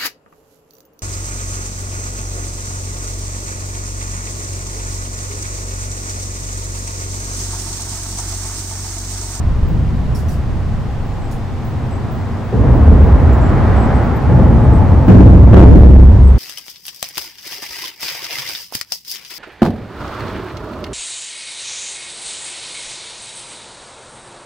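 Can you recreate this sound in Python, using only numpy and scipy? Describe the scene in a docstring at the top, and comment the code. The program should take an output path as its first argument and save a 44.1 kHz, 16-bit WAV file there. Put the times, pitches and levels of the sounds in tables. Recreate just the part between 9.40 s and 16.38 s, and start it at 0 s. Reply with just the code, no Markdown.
"""Under a concrete road bridge, beside a pier on the river bank.
Traffic overhead drives the deck's modes; tyres roar and whine, axles bang over a joint, a wheel hops
and an engine moves off. A heavy vehicle overloads the microphone. Small birds chirp and rasp,
something squeaks very high under the deck, gusts buffet the microphone and the river hisses."""
import sys
import numpy as np
from scipy import signal
from scipy.fft import rfft, irfft
from scipy.io import wavfile
from scipy.ndimage import uniform_filter1d

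SR = 44100
rng = np.random.default_rng(int(sys.argv[2]) if len(sys.argv) > 2 else 0)


def store_pcm(level_fs):
    """Save levels as 16-bit WAV."""
    pcm = np.round(np.clip(level_fs, -1, 1) * 32767).astype(np.int16)
    wavfile.write(sys.argv[1], SR, np.atleast_2d(pcm).T)


N = 307906
T = np.arange(N) / SR
FREQS = np.maximum(np.arange(N // 2 + 1) * SR / N, 1)


# vehicles rolling onto the span, ending with a heavy one and its trailer:
# (time [s], stay [s], span flexing [dB], slab drone [dB], growl [dB], roar [dB])
VEHICLES = [(-.3, 1.5, -13.5, -28, -43, -71), (.25, 1.2, -25.5, -26, -53, -64),
            (2.25, 1.1, -34, -23.5, -31, -37.5), (3.12, 1.48, -7.5, -12.5, -17, -28.5),
            (4.819, 0.75, -8, -9.5, -17, -29), (5.68, .4, -3.5, -4, -17.5, -29.5),
            (6.125, 0.57, -3, -7.5, -20.5, -37)]
# modes of the whole span and of the slab: (frequency [Hz], width [Hz], gain [dB])
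SPAN_MODES = [(43.7, 9.8, -3), (65, 18.4, 2), (77, 8.1, -9)]
SLAB_MODES = [(89.7, 9.7, -1.5), (105.8, 7.2, -2), (126.7, 15, -4), (225, 13, -9)]
HEAVE_RE_FLEX_DB = -17.5

def deck():
    """Rolling wheels shake the slab without pause; heavy loads flex the span and make it heave."""
    span_db, slab_db = np.transpose(VEHICLES)[2:4]
    span = traffic_level(span_db, far_db=-28, rise_s=0.17, slope_db_per_s=-4, t60_s=2.2)
    slab = traffic_level(slab_db, far_db=-24, rise_s=0.045, slope_db_per_s=-3.5, t60_s=2)
    heave = from_db(HEAVE_RE_FLEX_DB) * steadied(noise(colour(RUMBLE_SPECTRUM)), window_s=0.4)
    return diffused(resonant(SPAN_MODES) + heave, span) + diffused(resonant(SLAB_MODES), slab)


def traffic_level(levels_db, far_db, rise_s, slope_db_per_s, t60_s):
    """Each vehicle builds up, stays and dies away; all add in power to the steady far traffic."""
    power = from_db(far_db) ** 2
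    for (start_s, stay_s, *_), db in zip(VEHICLES, levels_db):
        rolling = from_db(db + slope_db_per_s * np.maximum(T - start_s, 0))
        power = power + (rolling * burst(start_s, stay_s, rise_s, t60_s)) ** 2
    return np.sqrt(power)


def resonant(modes):
    """Noise ringing in a set of modes, at an even level."""
    power = sum(from_db(db) ** 2 / (1 + detuning(hz, width_hz) ** 2) for hz, width_hz, db in modes)
    radiated = np.sqrt(power) * band(hz=99, width_hz=213)
    return steadied(noise(radiated), window_s=0.14)


def diffused(drone, level, direct_db=-9, widening_db_per_db=0.28):
    """A drone at a given level: the farther and fainter, the more it arrives from all sides."""
    mid, side = (drone[0] + drone[1]) / 2, (drone[0] - drone[1]) / 2
    spread = (level / from_db(direct_db)) ** -widening_db_per_db
    return level * (mid + spread * side * [[1], [-1]])


# axles striking the joint: (time [s], bang [dB], boom [dB], knock [dB])
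AXLES = [(.28, -24.5, -32.5, -42), (3.125, -19, -30, -19), (3.24, -32.5, -20.5, -30),
         (3.465, -18, -9.5, -15.5), (4.891, -14.5, -28, -17), (4.985, -23.5, -13.5, -23.5),
         (5.679, 0, -7.5, -18), (5.765, -8, -9, -14.5), (6.126, -2, -4.5, -11), (6.16, 1.5, -4.5, -11.5),
         (6.33, -8, -1, -18)]
# ring of the joint: (frequency [Hz], density [dB])
KNOCK_SPECTRUM = [(250, -22.5), (370, 10), (450, 10.5), (560, 1), (700, -12.5), (1200, -21.5), (3000, -53)]
# bang between the piers: (centre [Hz], width [Hz], gain [dB], t60 [s])
BANG_BANDS = [(108.4, 35.3, -0.5, 1.6), (184.8, 13.7, -2.5, 1.49), (271, 126, -5.5, 1.33),
              (624, 420, -18.5, 1), (1230, 890, -22, 0.45), (2360, 1500, -32, 0.42),
              (4950, 4800, -45.5, 0.88)]
# struck span, upper two modes beating: (frequency [Hz], gain [dB], t60 [s])
BOOM_MODES = [(44.13, -2, 3.86), (65.22, 2, 4.46), (73.72, -2.5, 1.43)]

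def joint():
    """Each axle knocks the joint, bangs between the piers, lows longest, and sets the span booming."""
    times_s, bang_db, boom_db, knock_db = np.transpose(AXLES)

    def blows(levels_db, t60_s):
        """Overlapping blows add in power."""
        each = (from_db(db) * struck(s, 0.004, t60_s) for s, db in zip(times_s, levels_db))
        return np.sqrt(sum(blow ** 2 for blow in each))

    out = blows(knock_db, t60_s=0.88) * noise(colour(KNOCK_SPECTRUM))
    for hz, width_hz, band_db, t60_s in BANG_BANDS:
        ring = steadied(noise(band(hz, width_hz)), window_s=0.075)
        out += from_db(band_db) * blows(bang_db, t60_s) * ring
    for start_s, db, phase in zip(times_s, boom_db, rng.uniform(0, 2 * np.pi, len(AXLES))):
        for hz, mode_db, t60_s in BOOM_MODES:
            mode = np.sin(2 * np.pi * hz * (T - start_s) + phase)
            out += from_db(db + mode_db) * struck(start_s, 0.0076, t60_s) * mode
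    return out


# tread noise round the deck, through the slab, and direct from the edge: (frequency [Hz], density [dB])
ROAR_SPECTRUM = [(200, -5.5), (500, -12.5), (700, 2.5), (860, 0.5), (1060, 1), (1400, -6), (1900, -10.5),
                 (2700, -22), (4000, -33), (8000, -52.5), (16000, -55.5)]
GROWL_SPECTRUM = [(60, -34.5), (170, -4), (235, 0), (320, -5.5), (450, -8.5), (620, -11), (900, -19.5),
                  (2000, -62)]
EDGE_SPECTRUM = [(250, -10), (600, 0), (850, 1.5), (1400, -1.5), (2000, -8.5), (2800, -20), (4500, -27.5),
                 (9000, -43)]

def tyres():
    """Tread noise spills round the deck, its lows pass through the slab; one car nears the open edge."""
    growl_db, roar_db = np.transpose(VEHICLES)[4:]
    roar = traffic_level(roar_db, far_db=-37, rise_s=0.15, slope_db_per_s=1, t60_s=3.5)
    growl = traffic_level(growl_db, far_db=-31, rise_s=0.17, slope_db_per_s=-1.2, t60_s=3.6)
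    edge_pass = from_db(-25.5) * swell(peak_s=4.35, half_width_s=0.49)
    indirect = roar * noise(colour(ROAR_SPECTRUM)) + growl * noise(colour(GROWL_SPECTRUM))
    return indirect + edge_pass * noise(colour(EDGE_SPECTRUM))


# wheel bounces after the joint: (time [s], level [dB])
HOPS = [(3.455, 4.5), (3.582, 2.5), (3.69, -0.5), (3.82, -3)]
HOP_HZ, HOP_S = 77.5, 0.0896

def wheel_hops():
    """A bouncing wheel presses the slab in short, deep pulses."""
    out = np.zeros(N)
    for start_s, db in HOPS:
        press = np.sin(np.pi * np.clip((T - start_s) / HOP_S, 0, 1)) ** 2
        out += from_db(db) * press * np.sin(2 * np.pi * (HOP_HZ * T + rng.random()))
    return out


# tread tones: (peak time [s], half-width [s], pitch at peak [Hz], glide [Hz/s], level [dB])
WHINES = [(1.95, 0.73, 814, -4, -42), (4.45, 0.39, 785, -50, -32), (5.3, .85, 860.4, 32, -30.5),
          (6.75, 0.29, 968, 70.5, -40)]

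def tread_whine():
    """Tread blocks slap the road at a rate set by speed: an unsteady tone, gliding as the car passes."""
    blur = lowpass(hz=30)
    out = np.zeros((2, N))
    for peak_s, half_width_s, hz, glide_hz_per_s, db in WHINES:
        phase = 2 * np.pi * np.cumsum(hz + glide_hz_per_s * (T - peak_s)) / SR
        tone = unit_rms(noise(blur) * np.cos(phase) + noise(blur) * np.sin(phase))
        out += from_db(db) * swell(peak_s, half_width_s) * tone
    return out


# engine moving off: (time [s], cycle rate [Hz], level [dB])
ENGINE_CURVE = [(.1, 31.16, -32), (.45, 31.1, -23.5), (1.1, 30.9, -37), (1.7, 30.34, -41), (2.4, 30.4, -65)]
# exhaust orders: (multiple of cycle rate, gain [dB])
ENGINE_ORDERS = [(2, 3), (4, -1), (5, 4), (6, -10.5), (7, -22)]

def engine():
    """The slab lets through only the lowest, rough orders of an exhaust."""
    times_s, rate_hz, level_db = np.transpose(ENGINE_CURVE)
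    wander_rad = 0.36 * noise(band(hz=1, width_hz=2.2))
    phase = 2 * np.pi * np.cumsum(np.interp(T, times_s, rate_hz)) / SR + wander_rad
    exhaust = sum(from_db(db) * np.sin(order * phase) for order, db in ENGINE_ORDERS)
    return from_db(np.interp(T, times_s, level_db)) * exhaust


# harsh calls: (time [s], length [s], note pitch [Hz], note [dB], rasp [dB], pan L-R [dB])
RASPS = [(0.748, 0.043, 5460, -37.5, -43, -4), (0.883, 0.052, 5900, -43, -45, -2),
         (1.91, .02, 6840, -49, -46.5, 0)]
# their rasp: (frequency [Hz], density [dB])
RASP_SPECTRUM = [(3000, -25), (4500, 2), (5400, -1), (6800, -2), (9000, -3), (10800, -7), (12500, -7),
                 (15500, -6)]

def bird_rasps():
    """A harsh call opens on a short note with its octave; a grainy rasp outlasts it."""
    grain = 1 + 0.27 * noise(band(hz=200.8, width_hz=370))[0]
    grainy_noise = grain * noise(colour(RASP_SPECTRUM))
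    waver_rad = noise(band(hz=120.6, width_hz=200))
    out = np.zeros((2, N))
    for start_s, length_s, hz, note_db, rasp_db, pan_db in RASPS:
        phase = 2 * np.pi * hz * T + waver_rad
        tone = np.sin(phase) + 0.5 * np.sin(2 * phase)
        note = from_db(note_db) * burst(start_s, length_s=0.012, rise_s=0.002, t60_s=0.13) * tone
        rasp = from_db(rasp_db) * burst(start_s, length_s, rise_s=0.002, t60_s=0.22) * grainy_noise
        out += (note + rasp) * from_db([[pan_db / 2], [-pan_db / 2]])
    return out


# small birds: (time [s], length [s], pitch [Hz], level [dB])
CHIRPS = [(1.685, 0.064, 7170, -61), (1.8, 0.07, 7810, -57), (1.92, 0.022, 10300, -55),
          (2.506, 0.053, 7840, -54.5), (3.918, 0.027, 7300, -54), (4.013, 0.087, 7520, -54),
          (4.36, .09, 7790, -53), (4.536, 0.052, 8000, -55), (4.749, 0.022, 13400, -53),
          (5.196, .06, 8250, -60), (5.32, .06, 8000, -55.5), (6.375, 0.027, 13740, -47),
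          (6.61, 0.018, 8500, -51.5), (6.827, 0.068, 8100, -53.5)]

def bird_chirps():
    """Thin, slightly rough chirps, blurred by the concrete."""
    out = np.zeros(N)
    for start_s, length_s, hz, db in CHIRPS:
        tone = np.sqrt(2) * np.sin(2 * np.pi * hz * T)
        out += from_db(db) * burst(start_s, length_s, rise_s=0.0078, t60_s=0.11) * tone
    return out * noise(lowpass(hz=220))


# very high pips: (time [s], relative level [dB])
SQUEAKS = [(0.2748, -39), (1.6544, -46), (2.2428, -36), (2.7117, -37), (3.0422, -48), (3.3453, -44),
           (3.6257, -42), (3.9215, -41), (4.6254, -44), (5.662, -39)]

def squeaks(gain_db=-8.5):
    """Pips at the edge of hearing ring on under the deck, to the right."""
    level = sum(from_db(db + gain_db) * struck(s, rise_s=0.004, t60_s=0.26) for s, db in SQUEAKS)
    return level * noise(band(hz=15620, width_hz=400)) * from_db([[-2], [2]])


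# gusts: (peak time [s], half-width [s], level [dB])
GUSTS = [(0.121, .2, -20.5), (1.5, 0.88, -24.5)]
# wind rumble, also the deck's heave: (frequency [Hz], density [dB])
RUMBLE_SPECTRUM = [(5, -18.5), (12, 5.5), (22, 7), (32, 8.5), (60, -19.5), (200, -43.5)]

def breeze():
    """Light gusts buffet the microphone."""
    level = sum(from_db(db) * swell(peak_s, half_width_s) for peak_s, half_width_s, db in GUSTS)
    return level * steadied(noise(colour(RUMBLE_SPECTRUM)), window_s=0.4)


# river hiss, also the recorder's: (frequency [Hz], density [dB])
HISS_SPECTRUM = [(500, -9.5), (1500, 5.5), (3000, 0.5), (5000, -5), (8200, -12), (9800, -18.5),
                 (16000, -22.5)]

def river(level_db=-44.5):
    """The river hisses steadily."""
    return from_db(level_db) * noise(colour(HISS_SPECTRUM))


# sound field under the deck: (frequency [Hz], left-right correlation [0..1])
COHERENCE = [(30, .88), (65, 0.93), (130, 0.9), (250, 0.79), (500, 0.71), (1000, 0.69), (2000, 0.72),
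             (4000, 0.34), (10000, 0.63)]

def noise(gain):
    """Unit-rms stereo noise of a given colour, most alike left and right in the bass."""
    alike = over_hz(COHERENCE)
    mid, side = rfft(rng.standard_normal((2, N)))
    stereo = np.sqrt(1 + alike) * mid + np.sqrt(1 - alike) * side * [[1], [-1]]
    return unit_rms(irfft(gain * stereo, N))


def steadied(x, window_s):
    """A continuous drive keeps the slow level of a narrow resonance even."""
    power = uniform_filter1d(np.mean(x ** 2, axis=0), int(window_s * SR))
    return x / np.sqrt(np.abs(power) + 1e-9)


def struck(start_s, rise_s, t60_s):
    """Envelope that builds up and dies away."""
    age_s = np.maximum(T - start_s, 0)
    return (1 - np.exp(-age_s / rise_s)) * from_db(-60 * age_s / t60_s)


def burst(start_s, length_s, rise_s, t60_s):
    """Envelope that ramps up, holds and dies away."""
    tail_s = np.maximum(T - start_s - length_s, 0)
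    return np.clip((T - start_s) / rise_s, 0, 1) * from_db(-60 * tail_s / t60_s)


def swell(peak_s, half_width_s):
    """Envelope of something that nears and recedes."""
    return 1 / (1 + ((T - peak_s) / half_width_s) ** 2)


def colour(spectrum):
    """Gain of a spectrum table, falling away above its last point."""
    top_hz = spectrum[-1][0]
    return from_db(over_hz(spectrum)) * np.minimum(top_hz / FREQS, 1) ** 2


def over_hz(points):
    """A table interpolated over log frequency."""
    hz, value = np.transpose(points)
    return np.interp(np.log(FREQS), np.log(hz), value)


def band(hz, width_hz):
    """Gain of a steep-sided band."""
    return 1 / (1 + detuning(hz, width_hz) ** 4)


def detuning(hz, width_hz):
    return (FREQS - hz * hz / FREQS) / width_hz


def lowpass(hz):
    return 1 / (1 + (FREQS / hz) ** 2)


def from_db(db):
    return 10 ** (np.asarray(db) / 20)


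def unit_rms(x):
    return x / np.sqrt(np.mean(x ** 2) + 1e-20)


def scene():
    """The bridge overhead, with breeze, river and wildlife below it."""
    water = river()
    traffic = deck() + engine() + tyres() + tread_whine() + joint() + wheel_hops()
    return traffic + breeze() + water + bird_chirps() + squeaks() + bird_rasps()


CLIP_LEVEL, RECORDER_HISS_DB, CUTOFF_HZ, FADE_S = 0.97, -58, 15900, 0.001

def record(dry):
    """The input overloads into flat tops; a faint hiss runs on through them; the top treble is cut."""
    clipped = np.clip(dry, -CLIP_LEVEL, CLIP_LEVEL)
    hiss = from_db(RECORDER_HISS_DB) * noise(colour(HISS_SPECTRUM))
    fade = np.minimum(np.minimum(T, T[-1] - T) / FADE_S, 1)
    treble_cut = signal.ellip(10, 0.1, 80, CUTOFF_HZ, fs=SR, output="sos")
    return signal.sosfilt(treble_cut, fade * (clipped + hiss))


dry = scene()
out = record(dry)
store_pcm(out)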